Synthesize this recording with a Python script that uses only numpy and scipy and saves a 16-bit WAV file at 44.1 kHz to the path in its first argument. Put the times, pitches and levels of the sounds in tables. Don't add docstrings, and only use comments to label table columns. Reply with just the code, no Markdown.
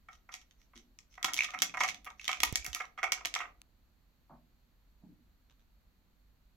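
import sys
import numpy as np
from scipy import signal
from scipy.fft import rfft, irfft
from scipy.io import wavfile
from scipy.ndimage import uniform_filter1d

SR = 44100
rng = np.random.default_rng(int(sys.argv[2]) if len(sys.argv) > 2 else 0)


def to_wav(sig):
    pcm = np.clip(np.atleast_2d(sig), -1, 1) * 32767
    pcm = np.round(pcm).astype(np.int16)
    wavfile.write(sys.argv[1], SR, pcm.T)


N = 289296
CONTACT_S = .005
# f/Hz, level/dB, t60/s
PLASTIC_MODES = [(300, -22.5, 0.056), (736.3, -12.5, .06), (1014.6, -5, 0.014), (1234, -5.5, 0.035),
                 (1320, -9, 0.048), (1620, -12.5, 0.0084), (1907.5, -7, 0.031), (2181, 4, 0.021),
                 (2647, -6, 0.02), (3349, 1.5, 0.018), (5820, 1, .014), (7132, -5, .012)]


def amp(db):
    return 10 ** (np.asarray(db) / 20)


def unit_rms(x):
    return x / np.sqrt(np.mean(x ** 2) + 1e-20)


def curve(points, hz):
    f, value = np.transpose(points)
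    return np.interp(np.log(hz + 1), np.log(f + 1), value)


def add(mix, at_s, sound):
    part = mix[:, round(at_s * SR):][:, :sound.shape[1]]
    part += sound[:, :part.shape[1]]


def butter(x, hz, kind, order=2):
    return signal.sosfilt(signal.butter(order, hz, kind, fs=SR, output="sos"), x)


def stereo_noise(count, corr):
    a, b = rng.standard_normal((2, count))
    return np.array([a, corr * a + np.sqrt(1 - corr ** 2) * b])


def contact(modes, crack_db, crack_s, scatter_db, spread_rad):
    # f/Hz, level/dB
    left_bias = [(1100, 1.5), (2000, -7.5), (2800, -5), (4200, -1), (7500, 2), (12000, -2)]
    # f/Hz, level/dB
    crack_spectrum = [(450, -14), (1300, -5.5), (3300, 2.5), (4400, -2.5), (6000, 1.5), (7400, -3.5),
                      (9000, -15.5), (11400, -7), (16000, -18)]
    hz, db, t60 = np.transpose(modes)[:, :, None]
    t = np.arange(SR // 12) / SR
    size, detune, phase, apart = rng.standard_normal((4, len(modes), 1))
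    side = np.array([.5, -.5])[:, None, None]
    skew = side * apart * spread_rad * np.sqrt(hz / hz.mean())
    angle = 2 * np.pi * (hz * (1 + 0.023 * detune) * t + phase) + skew
    attack = 1 - np.exp(-t / 0.00034)
    decay = np.exp(-np.log(1000) * t / t60)
    gain = amp(db + scatter_db * size + side * curve(left_bias, hz))
    ring = (gain * decay * np.sin(angle)).sum(1) * attack
    burst = rfft(stereo_noise(len(t), 0.38) * attack * np.exp(-t / crack_s))
    f = np.fft.rfftfreq(len(t), 1 / SR)
    colour = amp(curve(crack_spectrum, f) + side[:, 0] * curve(left_bias, f))
    crack = irfft(burst / (abs(burst) + 1e-12) * colour, len(t)) * np.exp(-t / (10 * crack_s))
    return unit_rms(ring) + amp(crack_db) * unit_rms(crack)


def set_bands(x, length_s, mid_db, body_db, snap_db, top_db, edges_hz=(1700, 4500, 9000)):
    count = x.shape[1]
    spectrum = np.fft.fft(x)
    band = np.searchsorted(edges_hz, abs(np.fft.fftfreq(count, 1 / SR)))
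    rms = np.sqrt(np.bincount(band, (abs(spectrum) ** 2).mean(0)) / (count * length_s * SR))
    gain = amp(mid_db + np.array([body_db, 0, snap_db, snap_db + top_db])) / rms
    log_gain = uniform_filter1d(np.log(gain[band]), size=41, mode="wrap")
    return np.fft.ifft(spectrum * np.exp(np.conj(signal.hilbert(log_gain)))).real


def room_tone(level_db=-67, left_db=-1):
    # f/Hz, relative level/dB
    density = [(20, -9.5), (48, 3.5), (75, -11.5), (120, -18), (230, -16), (380, -27.5), (1300, -30),
               (3500, -36), (4400, -31), (5000, -41.5), (7000, -39.5), (9200, -50), (13400, -35),
               (16000, -47)]
    hz = np.fft.rfftfreq(N, 1 / SR)
    a, b = rfft(stereo_noise(N, 0))
    corr = curve([(100, 0.94), (1500, 0.14)], hz)
    white = np.array([a, corr * a + np.sqrt(1 - corr ** 2) * b])
    tone = irfft(white * amp(curve(density, hz)), N)
    return amp(level_db) * unit_rms(tone * amp([[left_db], [0]]))


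def judder(length_s, db, slips_per_s=500, soft_hz=2400, low_hz=520, colour_db=3.5):
    force_db = db + 54
    body_db, snap_db = 2.5 - 0.2 * force_db, -20 + 0.23 * force_db
    hz, mode_db, t60 = np.transpose(PLASTIC_MODES)
    held_modes = np.transpose([hz, mode_db + colour_db * rng.standard_normal(len(hz)), t60])
    run = np.zeros((2, SR // 8))
    count = max(2, round(length_s * slips_per_s))
    for k, (late, size) in enumerate(rng.random((count, 2))):
        slip = contact(held_modes, crack_db=-1.5, crack_s=0.00092, scatter_db=3, spread_rad=0.36)
        add(run, length_s * (k + .5 * late) / count, (0.19 + size) * slip)
    blunt = butter(run, soft_hz, "lowpass", order=7) + amp(snap_db) * run
    blunt = butter(blunt, low_hz, "highpass", order=3)
    return set_bands(blunt, length_s, db, body_db, snap_db, top_db=-13)


def beaker_judders(rock_back_s=0.036, rock_back_db=-14.5):
    # t/s, length/s, mid level/dB
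    pushes = [(0.085, 0.014, -54.5), (0.289, .008, -54), (0.734, 0.0087, -67), (1.176, 0.0066, -50),
              (1.276, 0.017, -42), (1.485, 0.011, -49.5), (1.536, .012, -39.5), (1.74, 0.012, -40.5),
              (1.771, .009, -35.5), (1.805, .011, -27.5), (1.827, 0.021, -33.5), (2.061, 0.017, -46.5),
              (2.291, .007, -31.5), (2.759, .01, -45.5), (2.801, 0.0091, -36.5), (2.975, 0.022, -46),
              (3.03, 0.015, -29.5), (3.171, 0.016, -54), (3.207, 0.0064, -50), (3.357, .008, -34),
              (3.403, 0.018, -40)]
    out = np.zeros((2, N))
    for at_s, length_s, db in pushes:
        add(out, at_s, judder(length_s, db))
        add(out, at_s + rock_back_s, judder(length_s, db + rock_back_db))
    return out


def brushes(grains_per_s=350, uneven_db=8, spots=8, rub_hz=(1200, 8000), swish_hz=(5510, 6260)):
    # t/s, length/s, level/dB
    strokes = [(0.102, 0.068, -70.5), (0.311, 0.057, -56.5), (0.378, 0.059, -70), (0.574, 0.095, -77.5),
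               (0.744, 0.072, -65), (1.093, 0.081, -68.5), (1.347, 0.12, -43), (1.783, 0.083, -40.5),
               (1.873, 0.03, -39), (2.165, 0.25, -58), (2.52, .04, -53.5), (2.746, 0.066, -61.5)]
    out = np.zeros((2, N))
    for at_s, length_s, db in strokes:
        count, rub = round(length_s * SR), 0
        envelope = signal.windows.tukey(count)
        for on_spot in rng.integers(0, spots, count) == np.arange(spots)[:, None]:
            catches = rng.random(count) < grains_per_s / SR
            grains = catches * amp(uneven_db * np.minimum(rng.exponential(1, count), 3))
            body = contact(PLASTIC_MODES, crack_db=4.5, crack_s=0.0018, scatter_db=-3, spread_rad=0.87)
            rub = rub + signal.fftconvolve((on_spot * grains * envelope)[None], body, axes=1)
        rub = unit_rms(butter(rub, rub_hz, "bandpass", order=1)) * np.sqrt(count / rub.shape[1])
        add(out, at_s, amp(db) * rub)
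        swish = unit_rms(butter(stereo_noise(count, 0.37), swish_hz, "bandpass") * envelope)
        swish_db = -5 - .15 * (db + 69)
        add(out, at_s, amp(db + swish_db) * swish)
    return out


def treat_tick(db, body_db, snap_db):
    # f/Hz, level/dB, t60/s
    modes = [(3070, -2.5, 0.014), (3700, -2.5, 0.02), (6100, 1, 0.02)]
    tick = contact(modes, crack_db=2, crack_s=0.00053, scatter_db=2.5, spread_rad=1.6)
    return set_bands(tick, CONTACT_S, db, body_db, snap_db, top_db=-13)


def small_ticks():
    # t/s, mid level/dB
    ticks = [(.131, -61.5), (0.144, -73), (0.51, -63), (0.7765, -55), (1.258, -39.5), (1.3656, -39.5),
             (1.374, -37), (1.506, -48), (1.589, -42.5), (1.603, -48.5), (1.898, -49), (1.905, -46.5),
             (1.9453, -47.5), (2.103, -55.5), (2.244, -47), (2.2537, -45), (2.731, -40.5), (2.82, -54),
             (2.854, -57.5), (3.271, -42.5), (3.3894, -45.5)]
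    out = np.zeros((2, N))
    for at_s, db in ticks:
        add(out, at_s, treat_tick(db, body_db=-14, snap_db=-2))
    return out


def beaker_clacks(rebound_db=-1):
    # t/s, mid level/dB, body/dB, snap/dB, top/dB, rebound delay/s (0: none)
    hits = [(.34, -42, -12, -0.5, -12, 0), (0.988, -55.5, -12, 4.5, -17, 0),
            (1.2284, -38, -8.5, -2.5, -9, 0.0003), (1.245, -29, -2.5, -2.5, -8, 0.003),
            (1.335, -36.5, -17, 2, -4, 0.0074), (1.6204, -25, -8.5, 1, -7.5, 0),
            (1.6257, -30, -8.5, 2, -9, 0), (2.046, -57, -12, -1.5, 3, 0.0069),
            (2.2794, -27.5, -16.5, -7.5, -11.5, 0), (2.3148, -36.5, -9.5, -4, -14.5, .015),
            (2.403, -35.5, -11.5, -1.5, -10.5, 0.00056), (2.433, -24, -6.5, -3, -3, 0.0022),
            (2.5568, -28, -15, 2, -10, 0), (2.6452, -55, -0.5, 8.5, -1, 0.0013),
            (2.6639, -42, -2, 4, -4.5, 0), (2.748, -35.5, -10.5, 1.5, -6, 0),
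            (3.12, -28.5, -8, -0.5, -11, 0.0022), (3.2498, -37, -9, -4, -33, 0.000084),
            (3.2555, -34, -8, -2, -7.5, 0.00086), (3.3402, -33, -13.5, -2.5, -14, 0.011)]
    out = np.zeros((2, N))
    for at_s, db, body_db, snap_db, top_db, delay_s in hits:
        strikes = [(at_s, db)]
        if delay_s > 0:
            strikes.append((at_s + delay_s, db + rebound_db))
        for strike_s, strike_db in strikes:
            blow = contact(PLASTIC_MODES, crack_db=1.5, crack_s=0.001, scatter_db=3, spread_rad=2.45)
            add(out, strike_s, set_bands(blow, CONTACT_S, strike_db, body_db, snap_db, top_db))
    return out


def paw_shuffles():
    # t/s, length/s, level/dB, low edge/Hz, high edge/Hz
    scuffs = [(0.753, 0.065, -64.5, 209, 368.4), (1.536, 0.52, -66.5, 124, 300),
              (4.295, 0.069, -61, 565, 1160), (4.3, 0.073, -62, 140.3, 270), (5.023, 0.042, -75, 623, 880),
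              (5.03, 0.11, -59.5, 129, 271)]
    out = np.zeros((2, N))
    for at_s, length_s, db, low_hz, high_hz in scuffs:
        progress = np.linspace(0, 1, round(length_s * SR))
        envelope = progress ** 0.064 * (1 - progress) ** 0.39
        noise = butter(stereo_noise(len(progress), 0.93), [low_hz, high_hz], "bandpass", order=3)
        add(out, at_s, amp(db) * unit_rms(noise * envelope))
    return out


def treat_bounces():
    # t/s, mid level/dB
    hops = [(1.3897, -23), (1.4067, -23.5), (1.4214, -31), (1.4426, -43), (1.4504, -38), (1.695, -46),
            (1.887, -32.5), (2.196, -43.5), (2.3286, -34), (2.624, -50), (2.651, -38.5)]
    # f/Hz, level/dB, t60/s
    wall_modes = [(2270, 0, 0.021), (2540, -1.5, 0.016), (6360, -13.5, 0.019)]
    out = np.zeros((2, N))
    for at_s, db in hops:
        tap = contact(wall_modes, crack_db=-11.5, crack_s=0.0008, scatter_db=3.5, spread_rad=.94)
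        add(out, at_s, set_bands(tap, CONTACT_S, db, body_db=-22, snap_db=-17, top_db=-12))
    return out


def camera_handling(grip_db=-78.5, sway_s=.06, sway_hz=60, thud_s=0.0049, tick_s=0.00069):
    # t/s, level/dB
    shoves = [(2.385, -50), (2.455, -46), (2.571, -45.5), (2.68, -46)]
    # t/s, thud level/dB, thud f/Hz, tick level/dB
    bumps = [(2.5261, -26.5, 91.9, -26), (2.68, -43, 120, -70), (3.6171, -82, 100, -36.5)]
    bass = amp(grip_db) * unit_rms(butter(stereo_noise(N, 0.86), [45, 95], "bandpass"))
    ticks = np.zeros((2, N))
    t = np.arange(SR // 10) / SR
    for at_s, db in shoves:
        sway = amp(db) * np.sin(np.pi * np.minimum(t / sway_s, 1)) * np.sin(2 * np.pi * sway_hz * t)
        add(bass, at_s, sway[None])
    for at_s, thud_db, hz, tick_db in bumps:
        thud = amp(thud_db) * np.exp(-t / thud_s) * np.cos(2 * np.pi * hz * t)
        add(bass, at_s, butter(thud[None], 570, "lowpass"))
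        noise = butter(stereo_noise(len(t), 0.24), [1100, 9000], "bandpass", order=1)
        add(ticks, at_s, amp(tick_db) * noise * np.exp(-t / tick_s))
    return bass * amp([[-10], [3]]) + ticks


def cat_bites(crumble_s=.008, snaps=4, step_db=-2):
    # t/s, mid level/dB
    bites = [(5.498, -69.5), (5.595, -76.5)]
    out = np.zeros((2, N))
    for at_s, db in bites:
        for k in range(snaps):
            snap_s = at_s + crumble_s * (k + .5 * rng.random())
            add(out, snap_s, treat_tick(db + step_db * k, body_db=-4, snap_db=-6))
    return out


def frame_ring(knocks, q=76):
    # f/Hz, gain/dB
    peaks = [(740, -10.5), (1238, -6), (1895, -0.5)]
    return sum(amp(db) * signal.lfilter(*signal.iirpeak(hz, q, fs=SR), knocks) for hz, db in peaks)


def room_response(first_s=0.003, dense_s=.17, coherent_hz=650):
    # f/Hz, t60/s
    decay_times = [(300, 0.87), (800, 0.23), (6000, 0.21), (14000, 0.11)]
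    # f/Hz, level/dB
    colour = [(700, -4.5), (3000, -6.5), (12000, -6)]
    count = SR // 2
    density = np.minimum((np.arange(count) / SR / dense_s) ** 2 + .01, 1)
    taps = rng.standard_normal((2, count)) * (rng.random(count) < density) / np.sqrt(density)
    taps[:, :round(first_s * SR)] = 0
    hz, t, spectra = signal.stft(taps, SR, nperseg=256)
    corr = 1 / (1 + (hz[:, None] / coherent_hz) ** 2)
    spectra[1] = corr * spectra[0] + np.sqrt(1 - corr ** 2) * spectra[1]
    t60 = curve(decay_times, hz)[:, None]
    spectra *= np.exp(-np.log(1000) * t / t60) / np.sqrt(t60)
    norm = np.linalg.norm(signal.istft(spectra, SR, nperseg=256)[1][0])
    return signal.istft(spectra * amp(curve(colour, hz))[:, None], SR, nperseg=256)[1] / norm


def room_echo(x, drift_hz=1.3):
    fast = 2 * np.pi * drift_hz * np.arange(N) / SR
    slow = fast / np.pi
    fades = [a * b for a in (np.cos(fast), np.sin(fast)) for b in (np.cos(slow), np.sin(slow))]
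    return sum(signal.fftconvolve(x * fade, room_response(), axes=1)[:, :N] for fade in fades)


def scene():
    knocks = beaker_clacks() + beaker_judders() + treat_bounces() + small_ticks() + brushes()
    sources = knocks + frame_ring(knocks) + paw_shuffles() + cat_bites()
    direct = np.array([sources[0], np.roll(sources[1], 1)])
    return direct + room_echo(sources) + camera_handling() + room_tone()


def record(dry, edge_hz=16100):
    lowpass = signal.firwin(255, edge_hz, window=("kaiser", 8), fs=SR)
    return signal.oaconvolve(dry, lowpass[None], "same")


dry = scene()
out = record(dry)
to_wav(out)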